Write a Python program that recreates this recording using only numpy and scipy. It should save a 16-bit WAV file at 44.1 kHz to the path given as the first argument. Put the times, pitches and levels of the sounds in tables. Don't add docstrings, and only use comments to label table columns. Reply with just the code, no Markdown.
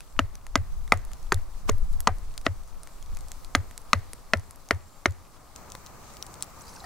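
import sys
import numpy as np
from scipy import signal
from scipy.fft import rfft, irfft, next_fast_len
from scipy.io import wavfile
from scipy.ndimage import uniform_filter1d

SR = 44100
rng = np.random.default_rng(int(sys.argv[2]) if len(sys.argv) > 2 else 0)


def store_pcm(level_fs):
    pcm = np.round(np.clip(level_fs, -1, 1) * 32767).astype(np.int16)
    wavfile.write(sys.argv[1], SR, np.atleast_2d(pcm).T)


def volts_from_db(level):
    exponent = np.asarray(level, float) / 20
    return 10 ** exponent


N = 302085
SCENE_CHANGE_S = 5.553

# frequency in Hz, level in dB per Hz.
ROAR_COLOUR = [(30, -32), (55, -2), (259, -13.5), (420, -16), (752, -14), (1240, -13.5), (1500, -22.5),
               (4500, -43.5)]
FAR_HISS_COLOUR = [(1290, -20), (2200, -5.5), (3130, -9.5), (4360, -3.5), (6500, -4.5), (10300, -6.5),
                   (15750, -9.5), (15950, -53)]
NEAR_HISS_COLOUR = [(1290, -7), (2200, 0), (3400, -13), (4000, -5.5), (7160, -1.5), (9860, -9.5),
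                    (15750, -7.5), (15950, -45)]
GUST_COLOUR = [(4, -15), (11, -1.5), (22, -6), (35, -12.5), (60, -23), (120, -37), (250, -50.5), (500, -81)]
WOOD_TAIL_COLOUR = [(150, -15), (400, 1), (1200, -7), (2000, -2), (2500, -11.5), (2900, -16.5), (6000, -24),
                    (16000, -36)]
# frequency in Hz, likeness from 0 to 1.
LIKENESS = [(60, 0.61), (180, 0.33), (550, 0.52), (1650, 0.73), (4970, 0.44), (15000, 0.08)]

# time in seconds, level in dB.
BLAZE = [(0, -3.5), (.5, -3.5), (1.14, -0.5), (1.4, -0.5), (2.6, -2), (3.4, 1.5), (4.7, -2), (5.7, -1),
         (6.85, 0)]
# pitch in Hz, width in Hz, level in dB against the hiss.
SAP_STEAM = [
    (4540, 2800, -9),
    (6200, 620, -14.5),
    (7500, 790, -14),
]
# time in seconds, level in dB.
WIND = [(0, -39), (.1, -49.5), (.17, -26.5), (.4, -39), (.55, -31.5), (.78, -27), (1.05, -33.5), (1.3, -27),
        (1.55, -32.5), (1.73, -16.5), (1.96, -20), (2.03, -27.5), (2.25, -29.5), (2.92, -39), (3.14, -26),
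        (3.25, -35), (5.0, -51), (6.85, -50.5)]

# start in seconds, peak in dB, pitch in Hz, body in dB, left-right in dB.
SNAPS = [(0.165, -59, 2940, 23, 4), (0.3539, -32.5, 5370, -6, 3), (0.4668, -33.5, 4200, 8, 2),
         (0.8778, -37.5, 3200, 7, 0), (0.9399, -34.5, 7930, -6, -6), (0.9738, -36, 6250, 1, -6),
         (1.1168, -43.5, 7100, 10, 3), (1.935, -42.5, 3700, 0, 7), (2.34, -42, 3400, -6, -1.5),
         (2.378, -24, 4000, -4, 3), (2.4137, -39, 6460, -2, -7), (2.873, -36, 6000, 8, 3),
         (3.1705, -30.5, 6200, 1.5, 4), (3.711, -38, 6900, 8.5, 2), (4.133, -27, 7840, -1.5, 3.5),
         (5.7515, -29.5, 3060, 6, 7)]
# start in seconds, peak in dB, pitch in Hz, left-right in dB.
TICKS = [(0.0058, -33.5, 6100, 3.5), (1.9287, -44, 9600, 0), (2.0112, -42, 11000, 1),
         (0.5764, -40, 4240, -9), (1.0504, -38.5, 9500, -5), (1.1337, -33, 7060, 7),
         (1.2284, -41, 6250, -1), (1.3434, -22, 7450, -5), (1.7194, -42, 8170, 1),
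         (2.0044, -23.5, 10200, -4), (2.1843, -42.5, 8400, -4), (2.635, -47, 7700, -16),
         (2.833, -33, 8200, -3), (3.026, -36.5, 5900, 0), (3.061, -43, 3380, 4), (3.1485, -39, 5770, 1.5),
         (3.1887, -40, 7000, -8), (3.2083, -37.5, 6700, 7), (3.284, -37, 7700, -3),
         (3.3175, -25.5, 6200, -4.5), (3.447, -33, 3770, 4), (3.5647, -43, 10400, 2),
         (3.7777, -26, 7880, -4), (3.8171, -44, 8050, -1), (4.372, -36.5, 4910, 8), (4.3963, -42, 7750, -7),
         (4.509, -34.5, 9800, 7), (4.559, -42, 9500, -1), (4.688, -34.5, 5000, 3), (4.747, -44, 5470, 3),
         (5.108, -40, 5960, -0.5), (5.122, -43, 6200, 0), (.125, -48, 5000, 0), (2.676, -46, 8000, 0),
         (1.782, -44, 9500, 0), (4.495, -53, 11000, 0), (6.138, -40.5, 8000, 5.5), (6.443, -39, 11000, 4),
         (6.333, -43, 10000, 4), (6.269, -41, 8000, 4), (6.4375, -39, 5000, 4)]
# start in seconds, peak in dB, pitch in Hz.
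NEAR_TICKS = [(5.5608, -28.5, 5560), (5.7015, -34.5, 5700), (5.7197, -27.5, 6200), (5.8628, -31.5, 5440),
              (5.869, -38, 4020), (6.169, -33, 4330), (6.2254, -20, 5640), (6.2656, -31.5, 6940),
              (6.341, -31.5, 6900), (6.355, -42, 6000), (6.408, -35, 5500), (6.4241, -15, 6980),
              (6.4313, -26.5, 7160)]
# start in seconds, peak in dB, pitch in Hz, time to fade 60 dB in seconds.
TICK_CORES = [(.3541, -42.5, 2300, .005), (1.0507, -49, 3600, .004), (1.134, -42, 2800, .004),
              (1.2287, -48, 3500, .004), (1.3437, -34, 3700, .005), (2.0046, -35, 3400, 0.0074),
              (2.0047, -40, 2000, .006), (2.3783, -40, 2620, .005), (3.0273, -41, 3280, .005),
              (3.3178, -41, 2000, 0.0068), (3.7781, -41, 2200, .006), (3.7781, -41, 4200, .004),
              (4.1333, -41, 2200, .006), (4.141, -41, 230, 0.028), (4.5093, -44, 4000, .004),
              (4.5093, -49, 2200, .005), (4.6883, -48, 2300, .005), (1.337, -42, 6000, .004)]

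# start in seconds, knock peak in dB, then stick, edge and splinter in dB against the knock.
CHOPS = [(0.1911, -8.5, -4, -9, -9.5), (0.5555, -9, 0, 0, -6.5), (0.9211, -6.5, 4.5, -1, -9.5),
         (1.3209, -7.5, -5, -2, -3.5), (1.6925, -13, -4, -28, 4.5), (2.0723, -3.5, -12, -4, -7.5),
         (2.465, -13.5, 0.5, -9, -13), (3.55, -7, 0, -1, -3), (3.9314, -7.5, 3, 7, -10.5),
         (4.335, -9.5, 2, 0.5, -18), (4.7085, -17.5, 13, 3.5, -2.5), (5.057, -9, -1.5, -13, -3)]
# log in Hz, upper log in Hz, knock in Hz, stick in Hz,
# split-face peak in dB.
WOOD_PITCHES = [(271, 672, 1280, 1780, -10), (282, 690, 1237, 2025, -19), (234, 830, 1236, 2050, -25.5),
                (389, 604, 1214, 1790, -25), (433, 600, 1103, 2130, -46), (218.5, 760, 1160, 1970, -43),
                (292, 670, 1310, 1950, -18), (276, 740, 1225, 2056, -11), (233, 614, 1245, 1990, -9.5),
                (231, 660, 1380, 1990, -10.5), (428, 693, 1390, 1974, -36), (367, 692, 1434, 2120, -17)]
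# thud peak in dB, second thud in Hz, its level in dB against the first,
# upper peak in dB, shove into the soil in dB.
LOG_BLOWS = [(-18, 390, -22.5, -19, -23.5), (-18, 345, -10, -19, -21), (-22.5, 418, -4, -19, -23),
             (-19, 180, -1.5, -35, -20), (-15.5, 262, -4.5, -35, -22.5), (-22.5, 475, -2, -22.5, -23.5),
             (-19.5, 340, -7, -20, -23.5), (-18.5, 377, -13.5, -24.5, -21.5), (-23.5, 610, -1, -24.5, -21),
             (-20.5, 364, -5, -17, -23), (-17, 326, -2, -19, -24), (-17.5, 286, -4, -21, -22.5)]
# edge in Hz, split face in Hz, splinter in Hz, lateness in ms.
BRIGHT_PITCHES = [(3600, 2910, 7000, -0.19), (4200, 3700, 6850, -0.13), (4580, 3300, 8500, -1),
                  (4400, 2500, 7300, 0), (4080, 3100, 6500, -0.24), (4100, 2800, 6640, -.3),
                  (4160, 2540, 7200, 0.24), (4030, 2750, 6700, -1.4), (3920, 2720, 6700, -.5),
                  (4040, 2720, 5600, 0), (4100, 4600, 8360, -0.26), (3750, 2830, 6100, -1.1)]
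# multiple of the part's pitch, level in dB, time to fade 60 dB in seconds.
KNOCK_MODES = [(.85, -48, 0.0046), (1, 17.5, 0.012), (1.28, -5, 0.042)]
STICK_MODES = [(.88, 0.5, 0.0024), (0.999, 1.5, 0.015), (1.141, -16.5, 0.012)]
EDGE_MODES = [(.8, -4.5, 0.0036), (1, 0.5, 0.0052), (1.25, -10, 0.0027), (1.5, -9.5, .003),
              (1.9, -13.5, .003), (2.6, -21, .003)]
SPLINTER_MODES = [(.69, -6, .004), (.87, -3, .005), (1, 0, .006), (1.24, -7, .004), (1.57, -13, .003)]
UPPER_LOG_MODES = [(0.98, 0, 0.034)]
SPLIT_FACE_MODES = [(1, 0, 0.0043)]
# pitch in Hz, peak in dB, time to fade 60 dB in seconds.
LOG_RING = [(205.8, -41, .06), (556, -30.5, 0.078), (1510, -34, 0.053)]
# start in seconds, peak in dB,
# pitch in Hz.
REBOUNDS = [(.0058, -44, 1530), (.0059, -36, 2590), (.248, -52, 2020), (.576, -33, 2040),
            (0.9334, -18, 744), (0.935, -22.5, 1190), (1.375, -43.5, 1770), (1.713, -36.5, 1970),
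            (2.081, -19.5, 1150), (2.09, -21, 753), (3.95, -47, 2000), (4.134, -45, 456),
            (4.728, -52, 1930), (5.7502, -33.5, 1040), (5.7502, -42, 520)]
# start in seconds, peak in dB, pitch in Hz, time
# to fade 60 dB in seconds.
SHORT_RINGS = [(.1915, -25, 4900, .004), (.192, -25, 960, 0.0072), (.19194, -25.5, 3600, .005),
               (.5564, -26, 770, .01), (.55625, -17, 2030, .012), (1.3213, -19, 1010, .008),
               (2.073, -20, 4350, .006), (2.0736, -23, 900, .01), (2.4658, -24, 690, 0.013),
               (2.467, -28, 400, 0.023), (3.5515, -29, 550, .015), (3.5505, -23.5, 3500, .006),
               (4.3358, -26, 690, .012), (4.709, -27, 600, 0.014), (.9225, -26, 290, .025),
               (.9219, -21, 3400, .005), (.5565, -35, 2200, .008), (.5565, -29, 2700, 0.0055),
               (.9221, -15, 2350, .007), (.9221, -25, 2900, .006), (.9225, -23, 460, .025), (.934, -31, 745, .09),
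               (1.3212, -18, 2700, .007), (1.344, -30, 3600, .008), (1.6935, -18.5, 680, 0.016),
               (2.0735, -21, 460, .02), (2.085, -31, 750, .1), (2.466, -14, 3400, 0.0054),
               (2.4661, -19, 1900, 0.01), (3.5522, -30, 370, 0.018), (3.5506, -17, 1030, 0.0086),
               (3.9322, -20, 1540, .01), (6.2257, -30, 4600, .004), (6.4244, -27, 4400, .004),
               (1.693, -29, 4900, .004), (2.073, -26, 3750, .005), (.1918, -24, 1560, .01),
               (3.9383, -28.5, 6700, .005), (3.9532, -40, 4250, .015), (3.9325, -20.5, 660, .02),
               (3.9322, -20, 2350, 0.0055), (3.9334, -15.5, 5800, .005), (4.3375, -18, 5400, 0.0055),
               (5.058, -10.5, 1200, 0.0088), (5.068, -37, 1400, .03), (5.069, -42, 2100, .025)]
# time of the blow in seconds, level in dB.
GRAZES = [
    (1.693, -34),
    (2.465, -35.5),
]

# start in seconds, end in seconds, pitch in Hz, level in dB.
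WHISTLES = [
    (4.78, 5.03, 7450, -68),
    (2.55, 2.75, 5800, -76),
]
# time in seconds, fizz level in dB.
POUR_FLOW = [(0, -100), (6.575, -82), (6.605, -60), (6.645, -64), (6.685, -59), (6.72, -57), (6.755, -53),
             (6.78, -56), (6.85, -53)]
# start in seconds, peak in dB, pitch in Hz, time to fade 60 dB in seconds.
BUBBLES = [(6.598, -47, 10900, 0.018), (6.608, -41, 5870, 0.034), (6.618, -35, 8000, 0.015),
           (6.669, -43, 4820, 0.04), (6.679, -39, 4780, 0.04), (6.691, -40, 6200, 0.027),
           (6.715, -53, 5800, 0.018), (6.73, -52, 4400, 0.034), (6.738, -49, 9300, 0.037),
           (6.749, -42, 8100, 0.018), (6.76, -36, 5600, 0.02), (6.802, -40, 3960, 0.034),
           (6.839, -38, 1290, .04), (6.755, -36, 910, 0.022), (6.82, -32, 756, 0.026),
           (6.837, -36, 713, 0.094), (6.84, -38, 1800, 0.053)]
# start in seconds, peak in dB, pitch in Hz.
DROPLETS = [(6.609, -43, 6900), (6.622, -47, 9800), (6.638, -48, 4100), (6.68, -47, 9900),
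            (6.695, -43, 5200), (6.698, -46, 11100), (6.713, -43, 5900), (6.722, -47, 9400),
            (6.758, -44, 4600), (6.762, -42, 6300), (6.764, -48, 2600), (6.785, -45, 5200),
            (6.797, -45, 4320), (6.806, -42, 5000), (6.811, -44, 7600), (6.841, -44, 9000),
            (6.843, -42, 4700), (6.575, -44, 1150), (6.616, -45, 1240), (6.77, -44, 1500)]


def rms_one(x):
    return x / np.sqrt(np.mean(x ** 2) + 1e-20)


def in_time(rows):
    s, value = np.transpose(rows)
    return np.interp(np.arange(N) / SR, s, value)


def at_hz(points, hz):
    point_hz, value = np.transpose(points)
    return np.interp(np.log(hz), np.log(point_hz), value)


def filtered(x, order, hz, kind):
    return signal.sosfilt(signal.butter(order, hz, kind, fs=SR, output="sos"), x)


def drift(rate_hz):
    r = np.exp(-80 * np.pi * rate_hz / SR)
    slow = signal.lfilter([1], [1, -2 * r, r * r], rng.standard_normal(N // 40 + 2002))[2000:]
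    return np.interp(np.arange(N) / 40, np.arange(len(slow)), rms_one(slow))


def ring(clicks, hz, t60):
    r = volts_from_db(-60 / (t60 * SR))
    w = 2 * np.pi * min(hz, SR / 2.2) / SR
    return signal.lfilter([0, np.sin(w)], [1, -2 * r * np.cos(w), r * r], clicks + 1e-18)


def tapped(hz, t60):
    click = np.zeros(SR // 5)
    click[0] = 1
    return ring(click, hz, t60)


def struck(force, modes, detune, unit_hz=1):
    x = 0
    for ratio, db, t60 in modes:
        luck_db, stray = rng.standard_normal(2) * [1.5, detune]
        x = x + volts_from_db(db + luck_db) * ring(force, unit_hz * ratio * (1 + stray), t60)
    return x / np.abs(x).max()


def coloured(spectrum, size, alike=None):
    hz = np.maximum(np.fft.rfftfreq(size, 1 / SR), 1)
    mid, side = rfft(rng.standard_normal((2, size))) * volts_from_db(at_hz(spectrum, hz))
    c = np.clip(at_hz(LIKENESS, hz) if alike is None else alike, 0, 1)
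    return rms_one(irfft(np.sqrt(1 + c) * mid + np.sqrt(1 - c) * side * [[1], [-1]], size))


def add(out, s, sound, pan_db=0):
    i = round(s * SR)
    out[:, i:i + sound.shape[-1]] += (sound * volts_from_db([[pan_db / 2], [-pan_db / 2]]))[:, :N - i]


def at_ports(x, lag_s):
    size = next_fast_len(N)
    lag = np.exp(-2j * np.pi * np.fft.rfftfreq(size, 1 / SR) * np.array([[0], [lag_s]]))
    return irfft(rfft(x, size) * lag, size)[:, :N]


def sap(swing_db=4):
    out, white = 0, rng.standard_normal((2, N))
    for hz, width_hz, db in SAP_STEAM:
        wheeze = filtered(white, 1, [hz - width_hz / 2, hz + width_hz / 2], "band")
        out = out + volts_from_db(db + swing_db * drift(5.7)) * rms_one(wheeze)
    return out


def forest():
    near = np.arange(N) >= SCENE_CHANGE_S * SR
    blaze_db, size = in_time(BLAZE), next_fast_len(N)
    roar_db = -55.5 + 0.63 * blaze_db + 5 * near + 2 + .7 * drift(8)
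    hiss_db = -61 + blaze_db + 4 * near + 1 + .6 * drift(15)
    roar = coloured(ROAR_COLOUR, size)[:, :N] * volts_from_db(roar_db)
    far_hiss = coloured(FAR_HISS_COLOUR, size)[:, :N]
    near_hiss = coloured(NEAR_HISS_COLOUR, size, alike=0.04)[:, :N]
    hiss = (np.where(near, near_hiss, far_hiss) + sap()) * volts_from_db(hiss_db)
    return roar * volts_from_db([[.9], [-.9]]) + hiss * volts_from_db([[.3], [-.3]])


def wind():
    lumps = volts_from_db([2 * drift(5), 2 * drift(5)])
    gust = coloured(GUST_COLOUR, next_fast_len(N), alike=0.35)[:, :N]
    gust = gust / np.sqrt(uniform_filter1d(gust ** 2, SR // 6))
    strength_db = np.maximum(in_time(WIND), -55)
    return volts_from_db(strength_db - 3.0) * rms_one(gust * lumps) * volts_from_db([[1.5], [-1.5]])


def crackle(per_s=60, level_db=-52):
    sizes = volts_from_db(np.minimum(rng.exponential(1, N), 4)) * (rng.random(N) < per_s / SR)
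    dealt = rng.integers(0, 8, N)
    pitches = np.geomspace(2000, 12000, 8)
    ticks = sum(ring(sizes * (dealt == k), hz, 12 / hz) for k, hz in enumerate(pitches))
    return volts_from_db(level_db) * ticks * np.ones((2, 1))


def pops():
    out, t = np.zeros((2, N)), np.arange(SR // 40) / SR
    echo_share, echo_cycles = 0.2, 1.7
    ticks = [(s, db, hz, -7, pan_db) for s, db, hz, pan_db in TICKS]
    near_ticks = [(s, db, hz, -15, 4) for s, db, hz in NEAR_TICKS]
    for s, db, hz, body_db, pan_db in SNAPS + near_ticks + ticks:
        spark = (t == 0) + 0.048 * rng.standard_normal(len(t)) * np.exp(-t / 0.0023)
        spark = spark + echo_share * np.roll(spark, round(echo_cycles / hz * SR))
        edge_db = 11 if s > SCENE_CHANGE_S else -7.5
        edge = volts_from_db(edge_db) * filtered(spark, 2, 11000, "high")
        click = filtered(spark, 2, [2660, 10500], "band")
        click = filtered(click, 1, [0.88 * hz, min(2.9 * hz, 16000)], "band")
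        modes = [(1.17, 6.0, 0.003), (1.3, 1.0, 0.0058), (0.67, -49.0, 0.00067)]
        bright = struck(click, modes, 0.12, hz) + 2.67 * click / np.abs(click).max()
        dull = filtered(spark, 2, [700, 2920], "band")
        body_ring = struck(dull, [(1230, 0.0081, 0.0025), (2320, 0, 0.02)], 0.094)
        body = dull / np.abs(dull).max() + 0.13 * body_ring
        pop = volts_from_db(db - 2) * (bright + edge + volts_from_db(body_db - 3) * body)
        add(out, s + .0003, pop[None], np.clip(pan_db, -7, 7))
    return out


def rebounds():
    out = np.zeros((2, N))
    for s, db, hz in REBOUNDS:
        add(out, s, volts_from_db(db) * tapped(hz, 22 / hz)[None], pan_db=0.5)
    return out


def edge_bite(t):
    tear = 0.48 * rng.standard_normal(len(t)) * np.exp(-(t / 0.0019) ** 2) * (rng.random(len(t)) < .15)
    bite = tear + .5 * (t == 0)
    bite[round(.00025 * SR)] -= 1
    return filtered(bite, 2, [600, 7000], "band")


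def stick_rattle(t, level_db):
    taps = rng.standard_normal(len(t)) * np.exp(-t / 0.011) * (rng.random(len(t)) < .02)
    return filtered(volts_from_db(level_db) * taps, 2, 2200, "low")


def splinter_snap(t):
    snap = np.zeros(len(t))
    snap[round(.0037 * SR)] = 1
    snap[round(.0069 * SR)] = volts_from_db(-17)
    return snap + 0.6 * np.roll(snap, -round(.00031 * SR))


def chops():
    out, t = np.zeros((2, N)), np.arange(SR // 5) / SR
    spread = .012
    log_ring = sum(volts_from_db(db) * tapped(hz, t60) for hz, db, t60 in LOG_RING) * np.clip(t / 0.012, 0, 1)
    for chop, pitches, log_blow, bright in zip(CHOPS, WOOD_PITCHES, LOG_BLOWS, BRIGHT_PITCHES):
        s, db, stick_db, edge_db, splinter_db = chop
        log_hz, upper_hz, knock_hz, stick_hz, face_db = pitches
        thud_db, side_hz, side_db, upper_db, _ = log_blow
        edge_hz, face_hz, splinter_hz, _ = bright
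        tail_db = -23.5 + db + 10 * np.log10(1 + volts_from_db(stick_db) ** 2)
        bite, rattle, snap = edge_bite(t), stick_rattle(t, tail_db + 11.0), splinter_snap(t)

        wood = struck(bite + rattle, KNOCK_MODES, spread, knock_hz)
        wood += volts_from_db(stick_db) * struck(bite + rattle, STICK_MODES, spread, stick_hz)
        wood = filtered(wood, 2, 0.55 * knock_hz, "high")
        wood += volts_from_db(edge_db) * (struck(bite, EDGE_MODES, 0.0087, edge_hz) + 0.094 * bite)
        wood += volts_from_db(splinter_db) * struck(snap, SPLINTER_MODES, 0.013, splinter_hz)
        face = volts_from_db(face_db) * struck(bite, SPLIT_FACE_MODES, 0.011, face_hz)
        add(out, s + .0001, (volts_from_db(db) * wood + face)[None], pan_db=1.5)

        push = rattle + np.sin(np.pi * np.clip(t / .001, 0, 1))
        shove = np.roll(push, round(.0018 * SR)) - 0.41 * push
        thud_modes = [(log_hz, 0, 0.036), (side_hz, side_db, 0.023)]
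        thud = volts_from_db(thud_db) * struck(filtered(shove, 2, 225, "high"), thud_modes, 0.0089)
        add(out, s - 0.0004, (thud + log_ring)[None], pan_db=4.5)
        upper = volts_from_db(upper_db) * struck(push, UPPER_LOG_MODES, spread, upper_hz)
        add(out, s + 0.0002, upper[None], pan_db=4.0)

        fade = (np.exp(-t / 0.0094) + 0.076 * np.exp(-t / 0.084)) * np.clip(t / 0.0037, 0, 1)
        add(out, s, volts_from_db(tail_db) * fade * coloured(WOOD_TAIL_COLOUR, len(t), alike=0.53))
    return out


def rings_and_cores():
    out = np.zeros((2, N))
    for s, db, hz, t60 in SHORT_RINGS + TICK_CORES:
        add(out, s, volts_from_db(db) * tapped(hz, t60)[None], pan_db=1.5)
    return out


def ground_wave(right_db=-3.0, after_db=-17):
    out, t = np.zeros((2, N)), np.arange(SR // 6) / SR
    # swings in Hz, then start, end and crest in seconds
    hz, start, end, crest = np.array([[85, 91], [.020, .013], [.069, .074], [.0478, .0460]])[:, :, None]
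    packet = np.sin(np.pi * np.clip((t - start) / (end - start), 0, 1)) ** 0.68 * np.exp(-(t - .04) / .15)
    after = volts_from_db(after_db) * np.clip((t - end) / 0.014, 0, 1) * np.exp(-np.maximum(t - .09, 0) / 0.073)
    cross = [[0], [.2]] * np.cos(2 * np.pi * 121 * (t - .0454))
    swing = np.cos(2 * np.pi * hz * (t - crest)) - cross
    wave = volts_from_db([[0], [right_db]]) * (packet - after) * swing
    for (s, *_), (*_, shove_db), (*_, late_ms) in zip(CHOPS, LOG_BLOWS, BRIGHT_PITCHES):
        add(out, s + late_ms / 1000, volts_from_db(shove_db) * wave)
    return out


def grazes(length_s=0.021):
    out, t = np.zeros((2, N)), np.arange(round(length_s * SR)) / SR
    colour = [(300, 2), (1000, 6), (3000, -7.0), (8000, -6.0), (15000, -19.5)]   # Hz, dB per Hz
    for s, db in GRAZES:
        scrape = (t / length_s) ** 1.3 * coloured(colour, len(t), alike=0.38)
        add(out, s - length_s, volts_from_db(db) * scrape)
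    return out


def whistles(width_hz=160):
    out = np.zeros((2, N))
    for start, end, hz, db in WHISTLES:
        t = np.linspace(0, 1, round((end - start) * SR))
        jet = filtered(rng.standard_normal(len(t)), 1, [hz - width_hz / 2, hz + width_hz / 2], "band")
        add(out, start, volts_from_db(db) * np.sin(np.pi * t) ** .4 * rms_one(jet)[None])
    return out


def pouring():
    out, t = np.zeros((2, N)), np.arange(SR // 20) / SR
    for s, db, hz, t60 in BUBBLES:
        small = min(hz / 4000, 1)
        rough = 1 + .5 * small * rng.standard_normal(len(t)).repeat(30)[:len(t)]
        tone = np.sin(2 * np.pi * hz * (t + 1.6 * t * t)) * rough
        splash = filtered(rng.standard_normal((2, len(t))), 1, [hz * 0.6, min(hz * 2.0, 15000)], "band")
        fade = volts_from_db(-60 * t / t60) * np.clip(t / (0.0019 + 2.2 / hz), 0, 1)
        add(out, s, volts_from_db(db) * (tone + 0.68 * small * splash) * fade)
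    sizes = volts_from_db(5 * np.minimum(rng.exponential(1, (2, N)), 3)) * (rng.random((2, N)) < 3500 / SR)
    dealt = rng.integers(0, 16, N)
    pitches = np.geomspace(4000, 11500, 16)
    fizz = sum(ring(sizes * (dealt == k), hz, 40 / hz) for k, hz in enumerate(pitches))
    fizz = rms_one(fizz + 1.07 * fizz[::-1])
    return out + volts_from_db(in_time(POUR_FLOW) + 4.8 * drift(28.55)) * fizz


def droplets():
    out, t = np.zeros((2, N)), np.arange(SR // 30) / SR
    for s, db, hz in DROPLETS:
        fade = volts_from_db(-60 * t * np.sqrt(5000 * hz) / 60) * np.clip(t / .0012, 0, 1)
        chirp = np.sin(2 * np.pi * hz * (t + 2.5 * t * t))
        add(out, s, volts_from_db(db + 3.0) * (fade * chirp)[None], pan_db=1.5)
    return out


def scene():
    air = forest() + wind()
    fire = crackle() + pops()
    fire = np.where(np.arange(N) < SCENE_CHANGE_S * SR, fire, at_ports(fire, .000024))
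    wood = at_ports(rebounds() + chops() + rings_and_cores() + grazes(), .00002)
    water = pouring() + droplets()
    return air + fire + wood + ground_wave() + whistles() + water


def roll_off(x):
    return signal.sosfilt(signal.butter(12, 17000, fs=SR, output="sos"), x)


def record(dry):
    top = .8
    flat = dry / (1 + np.abs(dry / top) ** 4) ** .25
    treble_end = signal.cheby2(8, 40, 17200, fs=SR, output="sos")
    return roll_off(signal.sosfilt(treble_end, flat))


dry = scene()
out = record(dry)
store_pcm(out)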